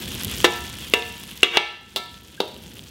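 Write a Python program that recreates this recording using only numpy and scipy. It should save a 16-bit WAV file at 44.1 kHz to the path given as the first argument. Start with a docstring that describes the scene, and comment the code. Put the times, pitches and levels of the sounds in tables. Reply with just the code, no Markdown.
"""A metal spatula knocks six times against a steel wok and drags once along it: noise cracks, decaying
sines for thud, blade and bowl, and random slips exciting the same modes. A short ping precedes the last
blow, and food then slides off the blade as grainy noise. Oil sizzles as hiss, tiny sine bursts and single
pops over the filtered-noise roar of a gas burner. A small kitchen adds a diffuse tail to the metal and the
sliding food. The camera's gain control steps down at loud blows and creeps back."""
import sys
import numpy as np
from scipy import signal
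from scipy.io import wavfile
from scipy.ndimage import uniform_filter1d

SR = 44100
rng = np.random.default_rng(int(sys.argv[2]) if len(sys.argv) > 2 else 0)


def unload_audio(sound):
    """Save the sound as a 16-bit wav file, at the path given as the first command line argument."""
    columns = np.transpose(np.atleast_2d(sound))
    # keep every value between -1 and 1, then stretch to whole-number steps
    steps = np.round(np.clip(columns, -1, 1) * 32767)
    wavfile.write(sys.argv[1], SR, steps.astype(np.int16))


N = 127890

# Spectrum of the burner roar: (frequency [Hz], relative level [dB])
FLAME_SPECTRUM = [(15, -21), (25, -48), (65, 2), (168, -4), (204, -0.5), (284, -8), (389, -8.5),
                  (425, -15.5), (509, -12.5), (557, -19.5), (900, -23), (1170, -42), (1980, -120)]
# Slow course of the roar: (time [s], level [dB])
FLAME_LEVEL = [(0, 1), (.3, 2.5), (.6, 3), (.9, 0.5), (1.3, -1), (1.7, -4), (2.1, 2.5), (2.4, -1), (2.6, 6),
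               (2.9, 2.5)]
# Spectrum of the steady frying hiss: (frequency [Hz], relative level [dB])
HISS_SPECTRUM = [(290, -25.5), (500, -13.5), (562, -23.5), (960, -5), (1530, -4.5), (2070, -4.5), (3340, 4),
                 (3920, -3), (6900, -13.5), (12700, -13), (16000, -29)]
# Spectrum that filters the rain of tiny oil bursts: (frequency [Hz], relative level [dB])
CRACKLE_SPECTRUM = [(410, -50), (700, -17), (997, -15), (1540, -5), (2130, -7), (3320, 0.5), (4050, -6.5),
                    (6830, -6.5), (12800, -11), (16000, -8.5)]
# Level of hiss and crackle together: (time [s], level [dB])
FRYING_LEVEL = [(0, -2.5), (.3, 0), (.6, 0.5), (.85, 1), (1.1, -1), (1.4, -1), (1.7, -10.5), (2, -3.5),
                (2.3, -4), (2.6, -1.5), (2.9, -2.5)]
# Loudest pops of oil, each with a short ring after: (time [s], snap level [dB], ring level [dB])
POPS = [(0.082, -22, -31), (0.0882, -20.0, -39), (0.1365, -23, -41), (0.1437, -16, -22), (0.1508, -15, -24),
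        (0.2243, -17, -30), (0.2348, -10.0, -30), (0.2477, -5.5, -19), (0.2525, -16.0, -20.5),
        (0.297, -18, -33), (0.3146, -11.5, -26), (0.4039, -18.0, -14.5), (0.413, -19.5, -34.5),
        (0.4155, -21, -27.5), (0.638, -18, -38), (0.6791, -23, -31), (0.699, -17, -37),
        (0.7868, -16.5, -19.5), (0.8996, -13, -26.5), (1.0235, -51, -10), (1.2369, -13.5, -19),
        (1.2558, -21, -28), (1.276, -36, -32.0), (1.2777, -18, -33), (1.3095, -17.5, -21),
        (1.3134, -15.5, -16.5), (1.3763, -14, -28), (2.143, -38, -16), (2.4783, -21.5, -17),
        (2.5438, -27, -19), (2.5647, -31, -17.5), (2.6361, -19.5, -23), (2.7688, -21, -18.5),
        (2.7832, -26, -25.5), (2.7863, -18, -25), (2.7933, -35, -12)]
# Reverberation of the kitchen: (frequency [Hz], decay time T60 [s])
ROOM_T60 = [(200, 0.43), (1000, 0.62), (3000, 0.67), (6000, 0.63), (12000, 0.36)]
# Spectrum of the sliding food: (frequency [Hz], relative level [dB])
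SHOVE_SPECTRUM = [(150, -25), (300, -3), (500, 5), (700, -4), (1000, -10), (1400, -25), (4000, -38)]
# Long modes of the wok: (frequency [Hz], decay time T60 [s])
WOK_MODES = [(350, 0.43), (463, 0.5), (618, 0.54), (721, 0.48), (829, 0.58), (958, 0.69), (1330, 0.61),
             (1593, 0.42), (1755, 0.63), (2137, 0.6), (2279, 0.48), (2522, 0.5), (2923, 0.48), (3262, 0.72),
             (3418, 0.38), (3612, 0.55), (4760, 0.4)]
# Each blow lands on another spot and stirs the modes differently: one row a blow, one level [dB] a wok mode
STIRRED_DB = [(-24, -25, -38, -25, -27, -26, -23, -31, -23, -42, -27, -33, -31, -36, -29, -36, -40),
              (-32, -23, -36, -25, -34, -26, -35, -32, -24, -43, -31, -29, -25, -42, -34, -43, -48),
              (-26, -27, -44, -27, -44, -30, -31, -33, -32, -30, -21, -26, -22, -28, -32, -32, -46),
              (-30, -24, -33, -25, -20, -25, -17, -32, -21, -23, -13, -20, -20, -27, -31, -30, -48),
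              (-32, -40, -37, -29, -38, -29, -22, -41, -28, -33, -31, -46, -42, -36, -29, -28, -34),
              (-28, -37, -28, -33, -36, -30, -50, -50, -48, -44, -47, -46, -42, -36, -43, -44, -45)]
# Short modes of the spatula blade: (frequency [Hz], relative level [dB], decay time T60 [s])
BLADE_MODES = [(1156, -18, 0.12), (2055, -3, 0.023), (2725, -1, 0.059), (2855, 0.5, 0.035),
               (3343, -2.5, 0.04), (3680, -9, 0.066), (3970, -14, .06)]
# Blows: (time [s], level of the knock [dB], one colour [dB] for each of COLOUR_HZ,
#         spatula ring [dB], level change per rebound [dB], rebound gap [s])
BLOWS = [(.444, -1.5, 1.5, 4.5, 2, -1, 6, -5, -17.5, -10, -3.5, 0.0059),
         (.937, -1, 0, 2.5, 2.5, 2.5, 2.2, -4, -12, -7, -10.5, 0.0042),
         (1.431, 3, -2, 2.5, 4.5, 6.5, 5.3, -5, -21, -5.5, -9.5, 0.013),
         (1.571, 7.5, -4, 6.5, 6, 7, 7.9, -9, -24, -11, -16, .005),
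         (1.961, -3, -3.5, 7, -6.5, -0.5, 13.5, -3, -9, -11, -5.5, 0.0077),
         (2.403, 4, 1.5, 6, -11, -7.5, 5.6, -14, -24.5, -16.5, -10.5, .010)]
# Frequencies at which the colour of a blow is given: [Hz]
COLOUR_HZ = [400, 900, 1900, 2800, 3600, 6000, 11000]
# Decay of the thud, one a blow; food under the blade damps the later ones: (decay time T60 [s])
THUD_T60S = [0.03, .035, 0.026, 0.023, 0.018, 0.015]

# Levels are in dB, decay times T60 in s
FLAME_DB = -38.5
HISS_DB = -39.5
CRACKLE_DB, CRACKLES_PER_S, SPREAD_DB = -37.5, 1700, 4
SNAP_HZ, SNAP_T60, KNOCK_HZ, KNOCK_T60 = 11500, 0.00093, 3250, 0.0055
ROOM_DB, RING_ROOM_DB = -11, -5.5
SHOVE_S, SHOVE_DB, SHOVE_T60, GRIT_PER_S = 2.41, -31.5, 0.6, 400
PING_S, PING_HZ, PING_DB, PING_T60 = 2.376, 1600, -27.5, 0.1
TWIN_SPLIT, TWIN_DB = 0.0048, -9  # split is a fraction of the mode frequency
DRAG_FROM_S, DRAG_TO_S, SLIPS_PER_S = 1.515, 1.568, 2500
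DRAG_DB, DRAG_RISE_DB, DRAG_HISS_DB, DRAG_WOK_DB = -17, 11, -6, -9.5
TOUCHES = 4  # first contact and three rebounds
CRACK_T60, THUD_HZ, THUD_DB = 0.027, 417, -1
START_GAIN_DB, LOUD_DB, QUIET_DB = 1.5, -15, -40
FALL_PER_S, CREEP_PER_S = 59, 0.86  # dB per second for each dB beyond the threshold
CEILING, EDGE_HZ = 0.94, 15900  # clipping amplitude, upper band limit


def amp(db):
    """Decibel law: 20 dB is a factor of ten in amplitude."""
    return 10 ** (np.asarray(db) / 20)


def evened(x):
    """Normalisation to unit root-mean-square value."""
    return x / np.sqrt(np.mean(x ** 2) + 1e-20)


def curve(points):
    """Linear interpolation of a table over time."""
    t, value = np.transpose(points)
    return np.interp(np.arange(N) / SR, t, value)


def colour(x, points):
    """Minimum-phase filtering: the Hilbert transform of the log gain gives the causal phase."""
    f, db = np.transpose(points)
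    hz = np.abs(np.fft.fftfreq(4096, 1 / SR))
    log_gain = np.interp(np.log(hz + 1), np.log(f), db) * np.log(10) / 20
    response = np.exp(np.conj(signal.hilbert(log_gain)))
    taps = np.fft.ifft(response).real[:2048]
    return signal.oaconvolve(x, taps)[:len(x)]


def add(mix, s, sound):
    """Superposition: a sound is summed into the mix from time s."""
    part = mix[round(s * SR):][:len(sound)]
    part += sound[:len(part)]


def ring(modes, t):
    """Modal synthesis: exponentially decaying sines of random phase."""
    total = 0
    for hz, db, t60 in modes:
        total = total + amp(db - 60 * t / t60) * np.sin(2 * np.pi * (hz * t + rng.random()))
    return total


def slow(rate_hz):
    """Low-passed noise: a slow random wander of rms 1."""
    low_pass = signal.butter(2, rate_hz, fs=SR, output="sos")
    return evened(signal.sosfilt(low_pass, rng.standard_normal(N)))


def kitchen(x):
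    """Diffuse reverberation: convolution with noise whose bands each decay at their own rate."""
    hz, t, bands = signal.stft(rng.standard_normal(SR), SR, nperseg=256)
    f, t60 = np.transpose(ROOM_T60)
    decay = amp(-60 * t / np.interp(hz, f, t60)[:, None])
    tail = signal.istft(bands * decay, SR, nperseg=256)[1]
    tail = tail * (np.arange(len(tail)) > 300)  # silent for the first 7 ms
    return signal.fftconvolve(x, tail / np.linalg.norm(tail))[:N]


def flame():
    """Broadband combustion roar: low filtered noise with a fluttering level."""
    level_db = FLAME_DB + curve(FLAME_LEVEL) + 1.2 * slow(40)
    return evened(colour(rng.standard_normal(N), FLAME_SPECTRUM)) * amp(level_db)


def crackle():
    """Shot noise: a random rain of tiny decaying sines of varied pitch and size."""
    happens = rng.random(N) < CRACKLES_PER_S / SR * amp(2.0 * slow(12))
    size = amp(SPREAD_DB * np.minimum(rng.exponential(1, N), 4)) * happens
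    kind = rng.integers(0, 16, N)
    t, grains = np.arange(300) / SR, 0
    for k, hz in enumerate(np.geomspace(2000, 15500, num=16)):
        t60 = 0.00066 + 2.7 / hz  # higher bursts die sooner
        grain = amp(-60 * t / t60) * np.sin(2 * np.pi * (hz * t + rng.random()))
        grain = grain / np.linalg.norm(grain) * hz ** 0.3
        grains = grains + signal.oaconvolve(size * (kind == k), grain)[:N]
    return amp(CRACKLE_DB) * evened(colour(grains, CRACKLE_SPECTRUM))


def sizzle():
    """Superposed frying noise: wavering hiss, crackle, and pops of a high snap, each followed by a short ring
    near 3.3 kHz."""
    hiss = evened(colour(rng.standard_normal(N), HISS_SPECTRUM)) * amp(HISS_DB + 3.1 * slow(26))
    out = amp(curve(FRYING_LEVEL)) * (hiss + crackle())
    t = np.arange(300) / SR
    for s, snap_db, knock_db in POPS:
        a, b = rng.uniform(0.9, 1.1, 2)  # pitch scatter
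        add(out, s, ring([(a * SNAP_HZ, snap_db, SNAP_T60), (b * KNOCK_HZ, knock_db, KNOCK_T60)], t))
    return out


def shove():
    """Granular friction: food slides off the blade after the last blow, a dull rustle that fades."""
    t, out = np.arange(SR) / SR, np.zeros(N)
    grit = rng.standard_normal(SR) * (rng.random(SR) < GRIT_PER_S / SR)
    rustle = evened(colour(grit, SHOVE_SPECTRUM))
    add(out, SHOVE_S, amp(SHOVE_DB - 60 * t / SHOVE_T60) * rustle)
    return out


def ping():
    """Single-mode decay: one short ping with a soft onset just before the last blow."""
    t, out = np.arange(SR // 6) / SR, np.zeros(N)
    tone = ring([(PING_HZ, PING_DB, PING_T60)], t)
    add(out, PING_S, np.minimum(t / 0.0025, 1) * tone)
    return out


def wok(levels_db, t):
    """Mode splitting: each mode of the round bowl has a weaker twin a little higher, so it beats."""
    modes = [(hz, db, t60) for (hz, t60), db in zip(WOK_MODES, levels_db)]
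    twins = [(hz * (1 + TWIN_SPLIT), db + TWIN_DB, t60) for hz, db, t60 in modes]
    return ring(modes + twins, t)


def drag():
    """Stick-slip excitation: the blade edge stutters along the wok with growing pressure."""
    t = np.arange(DRAG_FROM_S, DRAG_TO_S, 1 / SR)
    slips = rng.standard_normal(len(t)) * (rng.random(len(t)) < SLIPS_PER_S / SR)
    slips = slips * amp(DRAG_RISE_DB * ((t - DRAG_TO_S) / (DRAG_TO_S - DRAG_FROM_S)))
    u = np.arange(SR // 2) / SR
    # the wok answers with the third blow's mode balance, its strongest mode set to DRAG_WOK_DB
    wok_db = np.add(STIRRED_DB[2], DRAG_WOK_DB - np.max(STIRRED_DB[2]))
    body = signal.fftconvolve(slips, ring(BLADE_MODES, u) + wok(wok_db, u))
    hiss = colour(slips, [(300, -5), (1500, 6), (5000, -4), (9000, -15), (15000, -18)])
    body = body / np.std(body[:len(t)])
    body[:len(t)] += amp(DRAG_HISS_DB) * evened(hiss)
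    out = np.zeros(N)
    add(out, DRAG_FROM_S, amp(DRAG_DB) * body)
    return out


def blows():
    """Impact excitation: crack, thud and blade ring repeat in quick rebounds; the wok's modes ring on."""
    knocks, ringing = np.zeros((2, N))
    t = np.arange(SR * 2 // 3) / SR
    short = t[:SR // 6]
    for blow, stirred_db, thud_t60 in zip(BLOWS, STIRRED_DB, THUD_T60S):
        s, db, *shade_db, blade_db, rebound_db, gap = blow
        knock = np.zeros(len(t))
        thud = -amp(THUD_DB - 60 * short / thud_t60) * np.sin(2 * np.pi * THUD_HZ * short)
        for k in range(TOUCHES):
            crack = amp(-60 * short / CRACK_T60) * rng.standard_normal(len(short))
            blade = amp(blade_db) * ring(BLADE_MODES, short)
            add(knock, k * gap, amp(k * rebound_db) * (crack + blade + thud))
        spectrum = [(60, -30), (200, shade_db[0] - 5), *zip(COLOUR_HZ, shade_db)]
        add(knocks, s, amp(db) * colour(knock, spectrum))
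        add(ringing, s, np.minimum(t / 0.0033, 1) * wok(stirred_db, t))  # 3.3 ms onset
    return knocks, ringing


def scene():
    """Linear superposition of direct sound, reverberation, frying and flame."""
    knocks, ringing = blows()
    metal = knocks + ping() + drag() + shove()
    room = amp(ROOM_DB) * kitchen(metal + amp(RING_ROOM_DB) * ringing)
    return (metal + ringing + room + sizzle() + flame())[None]


def record(dry):
    """Feedback gain control: fast fall when loud, slow creep up when quiet; then clipping and band limit."""
    step = 44  # samples between gain updates
    power = uniform_filter1d(dry[0] ** 2, size=220, origin=109)  # mean of the last 5 ms
    power_db = 10 * np.log10(abs(power)[::step] + 1e-12)
    gain_db, now = np.zeros(len(power_db)), START_GAIN_DB
    for k, db in enumerate(power_db):
        creep = CREEP_PER_S * max(QUIET_DB - db - now, 0)
        fall = FALL_PER_S * max(db + now - LOUD_DB, 0)
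        now += step / SR * (creep - fall)
        gain_db[k] = now
    gain = amp(np.interp(np.arange(N), np.arange(len(gain_db)) * step, gain_db))
    out = np.clip(dry * gain, -CEILING, CEILING)
    low_pass = signal.firwin(511, EDGE_HZ, window=("kaiser", 12), fs=SR)
    return signal.oaconvolve(out, low_pass[None], "same")


dry = scene()
out = record(dry)
unload_audio(out)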